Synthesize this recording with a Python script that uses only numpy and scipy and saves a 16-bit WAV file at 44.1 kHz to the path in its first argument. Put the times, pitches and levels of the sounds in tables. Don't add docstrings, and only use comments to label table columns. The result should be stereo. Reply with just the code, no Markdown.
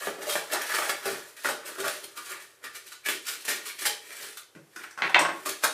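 import sys
import numpy as np
from scipy import signal
from scipy.fft import rfft, irfft
from scipy.io import wavfile

SR = 44100
rng = np.random.default_rng(int(sys.argv[2]) if len(sys.argv) > 2 else 0)


def unload_wav(signal):
    wavfile.write(
        sys.argv[1],
        SR,
        np.round(np.clip(np.atleast_2d(signal).T, -1, 1) * 32767).astype(np.int16),
    )


N = 252957

# pitch_hz [Hz], level_db [dB]
ROOM_TONE = [(18, -71), (30, -31), (103, -5.5), (238, -17), (372, -0.5), (735, -7.5), (1420, -7.5),
             (3450, -15.5), (10900, -15.5), (14200, -20), (15800, -39)]
# pitch_hz [Hz], t60_s [s]
REVERB_T60 = [(150, 0.4), (500, 0.4), (1500, 0.27), (4000, 0.39), (10000, 0.27), (15000, 0.18)]
# pitch_hz [Hz], side_db [dB]
REVERB_SIDE = [(60, -11), (110, -25), (200, -21), (380, -28.5), (700, -17.5), (1290, -14.5), (2380, -15),
               (4400, -10), (8120, -21.5), (15000, -7)]

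# start_s [s], knock_db [dB], knock_hz [Hz, favoured], thump_db [dB],
# steel_db [dB], steel_hz [Hz, favoured], fade_t60_s [s]
TABLE_CONTACTS = [(4.55, -45, 2050, -38.5, -52, 4340, .12), (4.761, -33, 1640, -47.5, -33, 5510, 0.038),
                  (4.837, -31, 1760, -64, -42, 6150, .071), (4.909, -45, 1710, -73, -42.5, 6050, .033),
                  (4.975, -31.5, 1250, -47.5, -45, 5530, 0.36),
                  (5.02, -11.5, 1920, -33.5, -51, 4470, 0.0077),
                  (5.036, -21.5, 1950, -42.5, -48, 4470, 0.16), (5.095, -24.5, 724, -51, -34.5, 5900, .044),
                  (5.145, -1, 2600, -28, -47, 4560, 0.007), (5.159, -9.5, 980, -59, -44, 4500, 0.026),
                  (5.191, -17.5, 1010, -31.5, -23, 8100, 0.048),
                  (5.209, -16, 920, -27.5, -30.5, 7900, 0.056), (5.25, -15.5, 1200, -44, -41, 8210, 0.058),
                  (5.289, -23.5, 1280, -34, -43, 8130, 0.07)]
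# pitch_hz [Hz], width_hz [Hz], level_db [dB]
TABLE_KNOCK_MODES = [(733, 200, 4), (890, 110, 0), (990, 64, -3), (1094, 48, 0.5), (1370, 160, 3.5),
                     (1528, 43, -1.5), (1570, 220, 2.5), (1890, 140, -12), (1986, 230, 3), (2536, 100, -4),
                     (2570, 240, -2), (3100, 250, -7.5), (3600, 300, -8.5), (4400, 300, -2)]
# pitch_hz [Hz], width_hz [Hz], level_db [dB]
TABLE_THUMP_MODES = [(135, 31, 0.5), (165.4, 32, 1.5), (197, 69, -6), (321, 44, 1.5), (368, 120, -0.5),
                     (560, 60, 4.5)]
# pitch_hz [Hz], width_hz [Hz], level_db [dB]
DAMPED_BLADE_MODES = [(5440, 370, -16), (5360, 1700, 4), (6800, 750, -16), (8400, 830, -3),
                      (11200, 1500, -6.5), (12500, 1500, -21)]
# pitch_hz [Hz], width_hz [Hz], level_db [dB]
FREE_BLADE_MODES = [(7950, 90, -7), (8340, 70, -2), (8730, 200, -10), (12400, 87, -7), (12430, 80, -12)]

# start_s [s], ring_db [dB], ring_hz [Hz, favoured], boom_db [dB],
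# crunch_db [dB], snap_db [dB over the burst], fade_t60_s [s]
CARD_BITES = [(0.0301, -30, 2020, -35, -39, -6, 0.28), (0.0701, -28, 1310, -27.5, -36, 26, 0.077),
              (0.185, -29.5, 1220, -35, -52, 18.5, .078), (0.2178, -29.5, 1720, -36.5, -33, 19, 0.16),
              (0.2663, -32, 1470, -27, -37, 19, 0.12), (0.2903, -25.5, 1200, -57, -25.5, 14, 0.28),
              (0.3539, -18, 1940, -24.5, -34, 23, .09), (0.5247, -16.5, 1670, -23, -22, 10.5, 0.026),
              (0.5462, -15, 1180, -30, -39, 19.5, 0.074), (0.613, -27.5, 1980, -42, -36.5, 19, 0.14),
              (0.6977, -23, 1190, -38, -49, 16, 0.24), (0.7381, -21, 1800, -34.5, -29, 19, 0.21),
              (0.7853, -17, 1160, -27.5, -32.5, 22.5, 0.063), (0.821, -24.5, 1570, -39.5, -36, 23, 0.44),
              (0.8934, -17, 1480, -26, -23, 21.5, 0.083), (1.056, -22, 1340, -22, -23.5, 15.5, 0.053),
              (1.1075, -48, 1960, -35, -42, 23.5, 0.2), (1.3666, -45, 1720, -57, -43.5, 23, 0.5),
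              (1.4455, -15, 1450, -27, -28, 19.5, 0.17), (1.4862, -23, 1320, -25, -25.5, 18.5, 0.11),
              (1.6642, -30, 1220, -41, -34, 6, 0.046), (1.7921, -24.5, 1330, -27.5, -35, 9.5, 0.033),
              (1.8414, -19.5, 1220, -31, -32.5, 20, .2), (1.8754, -29, 1620, -42, -34, 19, 0.29),
              (2.037, -42, 1390, -38, -37.5, 16.5, 0.028), (2.167, -27.5, 1230, -44.5, -35.5, 12, 0.13),
              (2.2865, -35, 1320, -60, -43, 9, 0.045), (2.3188, -32.5, 1430, -61, -58, 3, 0.094),
              (2.4004, -39.5, 1580, -61, -42.5, 19, .31), (2.6396, -25.5, 1700, -37.5, -35.5, 15, 0.089),
              (2.748, -31.5, 1630, -49.5, -35, 12, 0.093), (2.865, -42, 1400, -53, -39.5, 6, 0.079),
              (2.9178, -33.5, 1250, -53, -38.5, 15, 0.039), (3.0611, -12.5, 2250, -37, -25, 14, 0.033),
              (3.0859, -25, 1830, -40, -25, 28.5, 0.23), (3.269, -30, 1410, -45, -25.5, 6, 0.24),
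              (3.4024, -65, 1750, -63, -42, 12, 0.2), (3.45, -36, 1460, -47, -34.5, 24, 0.13),
              (3.481, -18.5, 1877, -33.5, -22.5, 19.5, .25), (3.658, -37, 1250, -60, -30.5, 7, 0.2),
              (3.6974, -29, 2380, -63.5, -44, 22.5, 0.077), (3.7848, -35, 2400, -53, -33.5, 15, 0.14),
              (3.82, -24.5, 1500, -41, -26.5, 19, 0.04), (3.8535, -17.5, 1830, -26, -16.5, 19.5, .12),
              (4.118, -31, 1840, -53, -42, 10, 0.029), (4.3714, -37, 1350, -74, -34.5, 24, 0.082),
              (5.4595, -24.5, 1250, -34, -24.5, 25.5, 0.054), (5.4899, -25.5, 2000, -38, -26, 21, 0.091),
              (5.6367, -12, 1340, -20.5, -17, 19, 0.093)]
# start_s [s], hiss_db [dB], ring_db [dB]
RUBBING = [(0.0, -41, -37.5), (0.19, -64, -45.5), (0.33, -53, -51), (0.49, -54, -40.5), (0.7, -36, -29.5),
           (0.97, -53, -46), (1.09, -39, -28), (1.23, -48.5, -45), (1.48, -71, -62), (1.63, -53.5, -39.5),
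           (1.85, -43.5, -41), (2.19, -60, -60.5), (2.32, -40, -34), (2.44, -74, -60), (2.99, -64, -73),
           (3.29, -73, -48.5), (4.05, -52, -47.5), (4.23, -38.5, -34.5), (4.33, -47.5, -49),
           (4.44, -88, -96), (4.6, -78, -92), (4.81, -51, -40), (4.95, -69, -56), (5.06, -55, -35),
           (5.24, -61, -35), (5.37, -50, -41), (5.74, -50, -56)]
# start_s [s], boom_hz [Hz], rubbed_ring_hz [Hz]
SHEET_GRIP = [(0, 546, 1380), (0.45, 570, 1490), (0.7, 700, 1720), (0.74, 330, 1690), (0.78, 670, 1650),
              (0.9, 554, 1470), (1.05, 440, 1460), (1.5, 547, 1450), (1.8, 350, 1320), (1.85, 670, 1350),
              (2.04, 377, 1450), (2.4, 420, 1710), (3.825, 404, 2220), (3.855, 730, 2230),
              (3.98, 424, 2180), (4.2, 448, 1800), (5.06, 420, 1930), (5.46, 420, 1300), (5.64, 706, 1390)]
# pitch_hz [Hz], width_hz [Hz], level_db [dB]
SHEET_BOOM_MODES = [(141.5, 12, -2.5), (203, 450, -15.5), (313, 62, -1.5), (383.6, 25, 0), (445.3, 25, -3),
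                    (593, 69, 1.5), (693, 110, -9), (821, 20, 0)]
# pitch_hz [Hz], width_hz [Hz], level_db [dB]
SHEET_RING_MODES = [(964, 105, -6), (1183, 55, -0.5), (1276, 390, -0.5), (1443, 120, -0.5),
                    (1546, 250, -12.5), (1700, 79, -1), (1848, 106, -1), (1934, 630, -4), (2310, 146, 0),
                    (2640, 79, -7.5), (3320, 120, -7), (3180, 660, -6), (4020, 250, -10), (4800, 150, -15)]
# pitch_hz [Hz], width_hz [Hz], level_db [dB]
CRUNCH_BANDS = [(2160, 1140, 4), (3200, 610, -2), (4170, 1440, 1), (5700, 1840, -1), (7650, 1400, 0),
                (9260, 1200, 0), (11750, 4400, 4.5), (14500, 2600, -6)]

ROOM_TONE_DB = -64
REVERB_DB, WALL_S, WALL_DB = 2.5, 0.01, -11.5
POSE_S = 0.14
SNAP_SPREAD_S = 0.002
CLUMPS_PER_S, CLUMP_DEPTH_DB = 160, 3.0
TREBLE_SNAP_DB = -5
KNOCK_SNAP_DB, HARD_THUMP_HZ, SOFT_THUMP_HZ = 15.5, 315, 191
CRUNCH_HZ = 5300
TEAR_SWELL_S, TEAR_CLIMB_S, HALVING_DB = 0.072, 0.021, 10
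CUTOFF_HZ = 16300


def amp(db):
    return 10 ** (np.asarray(db) / 20)


def rms_one(x):
    return x / np.sqrt(np.mean(x ** 2) + 1e-20)


def at_hz(points, hz):
    pitch_hz, value = np.array(points).T
    return np.interp(np.log(hz), np.log(pitch_hz), value)


def over_time(start_s, values):
    return np.interp(np.arange(N) / SR, start_s, values)


def coloured(x, spectrum):
    gain = amp(at_hz(spectrum, np.arange(1, N // 2 + 2) * SR / N))
    return irfft(rfft(x) * rms_one(gain), N)


def passed(x, hz, kind):
    return signal.sosfilt(signal.butter(2, hz, kind, fs=SR, output="sos"), x)


def resonate(x, hz, width_hz):
    r = np.exp(-np.pi * width_hz / SR)
    feed = np.sqrt((1 - r * r) / 2) * np.array([1, 0, -1])
    feedback = [1, -2 * r * np.cos(2 * np.pi * hz / SR), r * r]
    return signal.lfilter(feed, feedback, x + 1e-18)


def room_tone():
    white = rng.standard_normal((3, N))
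    return amp(ROOM_TONE_DB) * coloured(white[0] + 0.5 * white[1:], ROOM_TONE)


def reflections():
    t = np.arange(SR // 2) / SR
    edges = np.geomspace(60, 18000, 13)
    tail = np.zeros((2, len(t)))
    white = rng.standard_normal((2, 2, len(t)))
    for k, (low, high) in enumerate(zip(edges, edges[1:])):
        hz = np.sqrt(low * high)
        mid, side = passed(white[k % 2], [low, high], "band")
        side = side * amp(at_hz(REVERB_SIDE, hz) + 8) * [[1], [-1]]
        tail += (mid + side) * amp(-60 * t / at_hz(REVERB_T60, hz))
    tail *= np.minimum(t / 0.0023, 1)
    tail *= amp(REVERB_DB) / np.sqrt(np.sum(tail ** 2) / 2)
    tail[:, 0] += 1
    tail[:, round(WALL_S * SR)] += amp(WALL_DB)
    return tail


def room(x):
    step = round(POSE_S * SR)
    out = np.zeros((2, N + 2 * SR))
    padded = np.pad(x, (step, 2 * step))
    blend = np.sin(np.pi * np.arange(2 * step) / (2 * step)) ** 2
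    for i in range(0, N + step, step):
        pose = blend * padded[i:i + 2 * step]
        wet = signal.fftconvolve(pose[None], reflections(), axes=1)
        out[:, i:i + wet.shape[1]] += wet
    return out[:, step:N + step]


def fibres(per_s, spread_db):
    sizes = amp(spread_db * np.minimum(rng.exponential(1, N), 3)) * rng.standard_normal(N)
    return rms_one(sizes * (rng.random(N) < per_s / SR))


def flurries(per_s, depth_db):
    steps = rng.standard_normal(round(N / SR * per_s) + 2)
    wander = np.interp(np.arange(N) / SR * per_s, np.arange(len(steps)), steps)
    return rms_one(amp(depth_db * wander))


def envelopes(swells_s, climbs_s, fades_s):
    t = np.arange(-(SR // 10), SR // 4) / SR
    swell, climb, fade = np.clip([swells_s, climbs_s, fades_s], 5e-4, 0.6)[..., None]
    rise_db = -30 * np.maximum(-t, 0) / swell - 7 * np.clip(1 - t / climb, 0, 1)
    return amp(rise_db - 60 * np.maximum(t - climb, 0) / fade)


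def bursts(onsets, levels_db, snaps_db, shapes, grain):
    swell, snap = np.zeros(N + SR), np.zeros(N)
    at = np.round(onsets * SR).astype(int)
    for i, level_db, shape in zip(at, levels_db, shapes):
        swell[i:i + len(shape)] += amp(level_db) * shape
    late = (rng.random(len(at)) * SNAP_SPREAD_S * SR).astype(int)
    snap[at + late] = amp(levels_db + snaps_db) * rng.choice([-1, 1], len(at))
    return swell[SR // 10:][:N] * grain + snap


def body(modes, levels_db, favoured_hz, timing, reach_db, per_s, spread_db, snap_trim_db,
         rub_db=-200, rub_hz=1):
    out = np.zeros(N)
    onsets, snaps_db, shapes = timing
    clumps = flurries(CLUMPS_PER_S, CLUMP_DEPTH_DB)
    for hz, width_hz, mode_db in modes:
        grain = clumps * fibres(per_s, spread_db)
        burst_db = levels_db - reach_db * np.abs(np.log2(hz / favoured_hz))
        drive = bursts(onsets, burst_db, snaps_db + snap_trim_db, shapes, grain)
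        drive += amp(rub_db - reach_db * np.abs(np.log2(hz / rub_hz))) * grain
        out += amp(mode_db) * resonate(drive, hz, width_hz)
    return out


def scissors_on_table():
    start_s, knock_db, knock_hz, thump_db, steel_db, steel_hz, fade_s = np.transpose(TABLE_CONTACTS)
    thump_hz = np.where(thump_db > knock_db, SOFT_THUMP_HZ, HARD_THUMP_HZ)
    shapes = envelopes(np.full(len(start_s), 0.004), np.full(len(start_s), 0.002), fade_s)
    timing = start_s, KNOCK_SNAP_DB, shapes
    knock = body(TABLE_KNOCK_MODES, knock_db - 11, knock_hz, timing,
                 reach_db=12.5, per_s=1400, spread_db=2.0, snap_trim_db=7.0)
    thump = body(TABLE_THUMP_MODES, thump_db - 3.5, thump_hz, timing,
                 reach_db=9.5, per_s=1000, spread_db=4.5, snap_trim_db=3.5)
    rattle = body(DAMPED_BLADE_MODES, steel_db - 9, steel_hz, timing,
                  reach_db=0.5, per_s=20000, spread_db=5.0, snap_trim_db=TREBLE_SNAP_DB)
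    free_db = steel_db - 3.5 - 70 * np.abs(np.log2(steel_hz / 8150))
    ring = body(FREE_BLADE_MODES, free_db, steel_hz, timing,
                reach_db=8, per_s=5400, spread_db=4.0, snap_trim_db=5.5)
    table = passed(knock, [400, 4500], "band") + passed(thump, [140, 800], "band")
    return table + passed(rattle + ring, 3700, "high")


def card():
    start_s, ring_db, ring_hz, boom_db, crunch_db, snap_db, fade_s = np.transpose(CARD_BITES)
    rub_s, hiss_db, hum_db = np.transpose(RUBBING)
    hiss_db, hum_db = over_time(rub_s, hiss_db), over_time(rub_s, hum_db)
    grip_s, grip_boom_hz, grip_ring_hz = np.transpose(SHEET_GRIP)
    bite_boom_hz = np.interp(start_s, grip_s, grip_boom_hz)
    slowness = 0.5 ** (snap_db / HALVING_DB)
    timing = start_s, snap_db, envelopes(TEAR_SWELL_S * slowness, TEAR_CLIMB_S * slowness, fade_s)
    crunch = body(CRUNCH_BANDS, crunch_db - 11.5, CRUNCH_HZ, timing,
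                  reach_db=2.5, per_s=8000, spread_db=4.5, snap_trim_db=TREBLE_SNAP_DB,
                  rub_db=hiss_db - 10, rub_hz=6800)
    ring = body(SHEET_RING_MODES, ring_db - 14.5, ring_hz, timing,
                reach_db=16, per_s=700, spread_db=4.5, snap_trim_db=5,
                rub_db=hum_db - 12, rub_hz=over_time(grip_s, grip_ring_hz))
    boom = body(SHEET_BOOM_MODES, boom_db - 8, bite_boom_hz, timing,
                reach_db=13, per_s=500, spread_db=5.0, snap_trim_db=5.5,
                rub_db=hum_db - 19.5, rub_hz=over_time(grip_s, grip_boom_hz))
    sheet = passed(ring, [500, 6000], "band") + passed(boom, [120, 1500], "band")
    return passed(crunch, 870, "high") + sheet


def scene():
    return room_tone() + amp(-2.5) * room(card() + scissors_on_table())


def record(dry):
    thin = signal.sosfilt(signal.butter(1, 40, "high", fs=SR, output="sos"), dry)
    rounded = 2 * np.tanh(thin / 2)
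    return signal.sosfilt(signal.cheby2(14, 75, CUTOFF_HZ, fs=SR, output="sos"), rounded)


dry = scene()
out = record(dry)
unload_wav(out)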